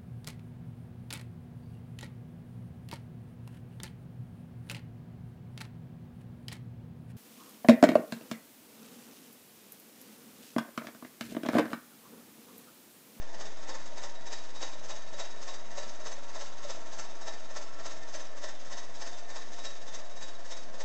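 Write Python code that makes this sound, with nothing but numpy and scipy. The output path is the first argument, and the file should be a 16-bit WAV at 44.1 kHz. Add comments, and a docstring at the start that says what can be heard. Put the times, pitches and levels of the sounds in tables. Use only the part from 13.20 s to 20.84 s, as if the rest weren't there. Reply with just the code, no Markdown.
"""Model steam engine running

An engine of bolted steel strips runs steadily in a room, close to a small camera. Its gears whir and
whine; its shaft turns about five times a stroke, rattling the bearings and rubbing a long rod. The
loose linkage clacks around each reversal of the piston. Every contact is a clump of tiny impacts
that rings the sheet-metal bed or the steel rods, and the perforated deck sings along."""
import sys
import numpy as np
from scipy import signal
from scipy.fft import rfft, irfft, next_fast_len
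from scipy.io import wavfile
from scipy.ndimage import map_coordinates

SR = 44100
rng = np.random.default_rng(int(sys.argv[2]) if len(sys.argv) > 2 else 0)


def wrap_up_sound(samples):
    """Save the sound to the file named by the first command line argument, as 16-bit audio."""
    columns = np.atleast_2d(samples).T
    # keep every value between -1 and 1, then stretch to whole-number steps
    tamed = np.clip(columns, -1, 1)
    steps = np.round(tamed * 32767).astype(np.int16)
    wavfile.write(sys.argv[1], SR, steps)


N = 336924
TIME = np.arange(N) / SR
SHAFT_HZ, FIRST_TURN_S, TOOTH_HZ = 17.29, 0.031, 234
STROKE_S, FIRST_REVERSAL_S = 0.2962, 0.226
LONG_ROD_HZ, SHORT_LINK_HZ, PLATE_HZ = 3819, 6205, 1815

# Faders for the running engine. Each row: time in seconds, gear whir in dB, bearing rattle in dB.
RUNNING_LEVELS = [(0.05, -52.5, -55), (0.72, -51.5, -54.5), (1.19, -52, -55.5), (3.25, -51.5, -53.5),
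                  (4.21, -52, -54.5), (7.6, -52.5, -57)]
# Tone colour of the gear whir. Each row: frequency in Hz, relative level in dB.
GEAR_COLOUR = [(40, -28), (90, -10), (170, 0.5), (350, 0.5), (520, 1.5), (680, 4), (790, -2), (1000, -2),
               (1500, -6), (2000, -7.5), (2300, -10), (3500, -11), (8000, -31.5)]
# Standout modes of the bed and side plates. Each row: pitch in Hz, width in Hz, relative peak in dB.
BED_MODES = [(303, 20, -2), (531, 26, -8), (572, 36, -1), (635.4, 40, 4.5), (873, 37, 1), (950, 24, -8),
             (1070, 20, 1.5), (1620, 62, -2), (1784, 38, 12), (1920, 39, 3), (2076, 55, -4.5)]
# Faders for the gear whine. Each row: time in seconds, then tooth harmonics 2, 3 and 4 in dB.
WHINE_LEVELS = [(0, -75, -72.5, -62.5), (2, -70.5, -68, -62), (3.5, -70.5, -63, -59.5),
                (5, -71, -63.5, -65.5), (6.2, -68, -57.5, -65), (7.6, -75, -61.5, -79)]
# Tone colour of the rods' and links' dense modes. 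Each row: frequency in Hz, relative level in dB.
LINK_COLOUR = [(300, -34.5), (1000, -4), (1800, -2.5), (2200, -5), (2600, -3.5), (3300, -5), (4300, -4.5),
               (5200, 0.5), (6400, -1), (7100, -5), (8000, -8.5), (9000, -7)]
# Standout modes of the rods and links. Each row: pitch in Hz, width in Hz, relative peak in dB.
LINK_MODES = [(3607, 32, 10), (3794, 32, 4), (3866, 51, 0.5), (4685, 44, 4), (5300, 67, 1), (5540, 28, -21),
              (6205, 70, 6.5), (6420, 45, -0.5), (6635, 90, 0.5), (7470, 30, 4.5)]
# The long rod buzzing against its guide. Each row: time in seconds, level in dB.
ROD_BUZZ_LEVELS = [(0, -79), (1, -59), (2.4, -64), (3.5, -67.5), (5.7, -78), (6.3, -63), (7.1, -62),
                   (7.6, -74)]
# Modes of the perforated deck. Each row: pitch in Hz, width in Hz, relative peak in dB.
DECK_MODES = [(642, 25, -7.5), (1120, 25, -2.5), (1341, 21, 9.5)]
# The deck swells as the camera passes close above it. 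Each row: time in seconds, gain in dB.
DECK_NEARNESS = [(0, -22), (1.8, -5), (2.7, -0.5), (4.6, 3.5), (5.6, -8), (7.6, -16.5)]
# Colour of the room tone. Each row: frequency in Hz, relative level in dB.
ROOM_TONE_COLOUR = [(20, -5.5), (50, -6.5), (85, 1), (170, -3), (300, -6), (1000, -9.5), (9000, -23)]
# Length of the reverb. Each row: frequency in Hz, seconds to fall by 60 dB.
ROOM_DECAY = [(200, 0.28), (1500, 0.57), (8000, 0.24)]
# The hardest clack of each piston stroke. Each row: time in seconds, strength in dB, then its sends
# in dB to the bed's knock, the long rod's ring and the short link's ring.
STROKE_CLACKS = [(0.2136, -32, -1.5, -30, -21), (0.498, -30.5, -0.5, -30, -24), (0.84, -30, -2, -26, -22),
                 (1.1328, -28.5, -5, -17, -26), (1.4295, -26, -3.5, -15, -20), (1.706, -29, -5, -14, -20),
                 (2.002, -27.5, -5, -11, -22), (2.2877, -32, -4.5, -13.5, -17), (2.5848, -29, -4, -21, -11),
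                 (2.8689, -30.5, -3, -25, -6), (3.16, -33, -3.5, -29, -8),
                 (3.5051, -28.5, -4.5, -15.5, -17), (3.795, -29, -4.5, -27, -8), (4.081, -31, -1, -15, -24),
                 (4.371, -30.5, -3.5, -22.5, -17), (4.664, -30, -2, -25, -22),
                 (4.9515, -29.5, -4.5, -32, -6.5), (5.2433, -30.5, -3.5, -26, -20),
                 (5.527, -32, -3.5, -16, -17), (5.823, -31.5, -4, -22, -11), (6.166, -31, -2.5, -17, -25),
                 (6.455, -28.5, -7.5, -8, -20), (6.7494, -31.5, -3.5, -20, -19),
                 (7.0256, -32, -9, -11.5, -16), (7.3194, -30.5, -7.5, -13.5, -26),
                 (7.612, -31, -4.5, -24, -21)]
# Tone colour of the bed's dense modes. Each row: frequency in Hz, relative level in dB.
BED_COLOUR = [(60, -34), (150, -26.5), (330, -6.5), (520, -1.5), (660, -3), (780, -2.5), (1000, -3.5),
              (1500, -12.5), (1950, -9), (2250, -24), (3200, -43.5), (6000, -64)]
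# A side plate drums on some strokes. Each row: start in seconds, level in dB, pitch in Hz.
PLATE_DRUMS = [(2.004, -36, 663), (2.58, -36, 587), (3.159, -38, 649), (3.449, -33.5, 576)]
# The microphone's treble roll-off. Each row: frequency in Hz, gain in dB.
MIC_ROLLOFF = [(7600, -1), (8100, -3.5), (8500, -14), (8800, -22.5), (9000, -37)]


def amp(db):
    """Decibels to gain."""
    return 10 ** (np.asarray(db) / 20)


def unit(x):
    """Scale to rms 1."""
    return x / np.sqrt(np.mean(x ** 2) + 1e-20)


def along(points, hz):
    """Read a curve of (Hz, value) points on a log frequency axis."""
    point_hz, values = np.transpose(points)
    return np.interp(np.log(hz + 1), np.log(point_hz + 1), values)


def faders(rows):
    """One value per sample for each column after the time."""
    times, *columns = np.transpose(rows)
    return [np.interp(TIME, times, column) for column in columns]


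def wobble(rate):
    """A smooth random curve with `rate` knots a second."""
    return map_coordinates(rng.standard_normal(4096), [TIME * rate], mode="wrap")


def filtered(x, response):
    """Filter x with a complex response, given as a function of Hz."""
    size = next_fast_len(N + SR // 2)
    return irfft(rfft(x, size) * response(np.fft.rfftfreq(size, 1 / SR)), size)[:N]


def resonances(modes, hz):
    """Response of a set of ringing modes."""
    return sum(amp(db) * 1j * hz * width / (f * f - hz * hz + 1j * hz * width) for f, width, db in modes)


def ring(force, response):
    """Drive a part with a noisy force; the part colours it and keeps its power."""
    return filtered(force, lambda hz: response(hz) / np.sqrt(np.mean(np.abs(response(hz)) ** 2)))


def steel(colour, modes, modes_db=0):
    """Response of a steel part: a wash of dense modes, with a few that stand out and ring on."""
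    return lambda hz: amp(along(colour, hz)) * (1 + amp(modes_db) * resonances(modes, hz))


def chatter(rate, spread_db):
    """Tiny impacts of random time, sign and size, about `rate` a second, at rms 1."""
    hits = rng.random(N) < rate / SR
    return unit(hits * np.sign(rng.standard_normal(N)) * amp(spread_db * rng.standard_normal(N)))


def shaft_swell(sharpness):
    """A swell each turn, as the shaft leans on its bearings."""
    turns = SHAFT_HZ * (TIME - FIRST_TURN_S)
    return unit(np.exp(sharpness * np.cos(2 * np.pi * turns)))


def gear_whir(trim_db=-0.5):
    """Meshing teeth scrape in pulses and shake the bed."""
    whir_db, _ = faders(RUNNING_LEVELS)
    teeth = unit(np.exp(0.27 * np.cos(2 * np.pi * TOOTH_HZ * TIME)))
    scrape = teeth * shaft_swell(sharpness=0.11) * chatter(rate=5000, spread_db=1.5)
    return amp(whir_db + trim_db) * ring(scrape, steel(GEAR_COLOUR, BED_MODES, modes_db=-3))


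def gear_whine(trim_db=-1.1, flutter_db=2.5):
    """The gears sing on overtones of their tooth rate; the flywheel holds the pitch nearly steady."""
    tooth_hz = TOOTH_HZ * (1 + 0.0011 * wobble(3) + 0.00302 * wobble(35))
    phase = 2 * np.pi * np.cumsum(tooth_hz) / SR
    return sum(amp(db + trim_db + flutter_db * wobble(13)) * unit(np.sin(harmonic * phase))
               for harmonic, db in enumerate(faders(WHINE_LEVELS), 2))


def bearing_rattle(uneven_db=2):
    """Loose bearings rattle with every turn of the shaft, never twice alike."""
    _, rattle_db = faders(RUNNING_LEVELS)
    force = shaft_swell(sharpness=0.43) * amp(uneven_db * wobble(17)) * chatter(rate=2000, spread_db=0.5)
    return amp(rattle_db) * ring(force, steel(LINK_COLOUR, LINK_MODES))


def rod_buzz(width_hz=18):
    """Each turn of the shaft rubs the long rod and keeps it singing."""
    rub = shaft_swell(sharpness=1.2) * chatter(rate=1300, spread_db=3.5)
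    buzz = ring(rub, lambda hz: resonances([(LONG_ROD_HZ, width_hz, 0)], hz))
    return amp(faders(ROD_BUZZ_LEVELS)[0]) * buzz


def deck_ring(clatter):
    """The deck rings along with whatever shakes the frame."""
    return amp(faders(DECK_NEARNESS)[0]) * filtered(clatter, lambda hz: resonances(DECK_MODES, hz))


def room_tone(level_db=-64):
    """The low, even noise of the room."""
    return amp(level_db) * ring(rng.standard_normal(N), lambda hz: amp(along(ROOM_TONE_COLOUR, hz)))


def room_reverb(x, positions=26):
    """The walls answer; each stretch of sound gets its own tail, as echoes shift with the camera."""
    hz, t, noise = signal.stft(rng.standard_normal((positions, SR // 2)), SR, nperseg=256)
    decay = amp(-60 * t / along(ROOM_DECAY, hz)[:, None])
    _, tails = signal.istft(noise * decay, SR, nperseg=256)
    out = np.zeros(N + 2 * SR)
    hop, predelay = N // positions + 1, SR // 200
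    for k, tail in enumerate(tails):
        echo = signal.fftconvolve(x[k * hop:][:hop], tail / np.linalg.norm(tail))
        out[k * hop + predelay:][:len(echo)] += echo
    return out[:N]


def from_reversal(s):
    """Seconds after (+) or before (-) the nearest reversal of the piston."""
    return (s - FIRST_REVERSAL_S + STROKE_S / 2) % STROKE_S - STROKE_S / 2


def clack_cues(reversal_db=-29, fade_db_per_s=164):
    """Each stroke's hardest clack, plus lesser ones on the shaft turns before and after it."""
    rows = list(STROKE_CLACKS)
    for s, _, *sends_db in STROKE_CLACKS:
        turn = round((s - FIRST_TURN_S) * SHAFT_HZ)
        for lesser_s in FIRST_TURN_S + (turn + np.array([-1, 1])) / SHAFT_HZ:
            lesser_db = reversal_db - fade_db_per_s * abs(from_reversal(lesser_s))
            rows.append((lesser_s, lesser_db, *sends_db))
    return np.array([row for row in rows if row[0] < N / SR])


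def clack_envelope(times, levels_db, closing_s=0.015, settle_s=0.015):
    """Each joint chatters harder as its slack closes, then settles."""
    power = np.zeros(N)
    for s, gain in zip(times, amp(levels_db)):
        t = TIME - s
        power += gain ** 2 * np.exp(2 * np.minimum(t / closing_s, -t / settle_s))
    return np.sqrt(power)


def linkage_clacks(link_db=-9, bed_db=-8.5, push_db_per_s=41):
    """Clacks rattle the links and knock the bed, harder before a reversal, while the piston pushes."""
    times, db, knock_db, *_ = clack_cues().T
    push_db = -push_db_per_s * from_reversal(times)
    rattle = clack_envelope(times, db + link_db) * chatter(rate=7600, spread_db=1.5)
    knock = clack_envelope(times, db + knock_db + push_db + bed_db) * chatter(rate=7000, spread_db=2)
    return ring(rattle, steel(LINK_COLOUR, LINK_MODES)) + ring(knock, steel(BED_COLOUR, BED_MODES))


def pings(times, levels_db, pitches_hz, t60_s, attack_s):
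    """One mode of a steel part, struck afresh at each of the times."""
    out, t = np.zeros(N + SR), np.arange(SR // 3) / SR
    for s, db, hz, phase in np.broadcast(times, levels_db, pitches_hz, rng.random(len(times))):
        tone = np.sin(2 * np.pi * (hz * t + phase)) * (1 - np.exp(-t / attack_s))
        out[round(s * SR):][:len(t)] += amp(db - 60 * t / t60_s) * tone
    return out[:N]


def after_ring(jingle_db=-5, clink_db=-17):
    """The long rod, a short link and a bolted plate ring on after the clacks, louder for hard blows."""
    times, db, knock_db, rod_db, link_db = clack_cues().T
    rod = pings(times, db + rod_db, LONG_ROD_HZ, t60_s=0.19, attack_s=0.0034)
    jingle = pings(times, db + link_db + jingle_db, SHORT_LINK_HZ, t60_s=0.11, attack_s=0.002)
    jingle *= amp(3 * wobble(150))  # a loose link jingles unevenly
    clink = pings(times, db + knock_db + clink_db, PLATE_HZ, t60_s=0.09, attack_s=0.002)
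    return rod + jingle + clink


def plate_drum():
    """A side plate answers a few strokes with a short, hollow note."""
    return pings(*np.transpose(PLATE_DRUMS), t60_s=0.13, attack_s=0.0017)


def scene(reverb_db=-6):
    """The mono mix: clatter with its reverb, the engine's tones on top, room tone underneath."""
    clatter = linkage_clacks() + bearing_rattle() + gear_whir()
    tones = deck_ring(clatter) + after_ring() + plate_drum() + rod_buzz() + gear_whine()
    return (clatter + amp(reverb_db) * room_reverb(clatter) + tones + room_tone())[None]


def record(dry):
    """The camera's microphone dulls the treble, cuts off the very top and adds a constant offset."""
    top_hz, dc_offset = 9012, -0.0471
    return filtered(dry[0], lambda hz: amp(along(MIC_ROLLOFF, hz)) * (hz < top_hz))[None] + dc_offset


dry = scene()
out = record(dry)
wrap_up_sound(out)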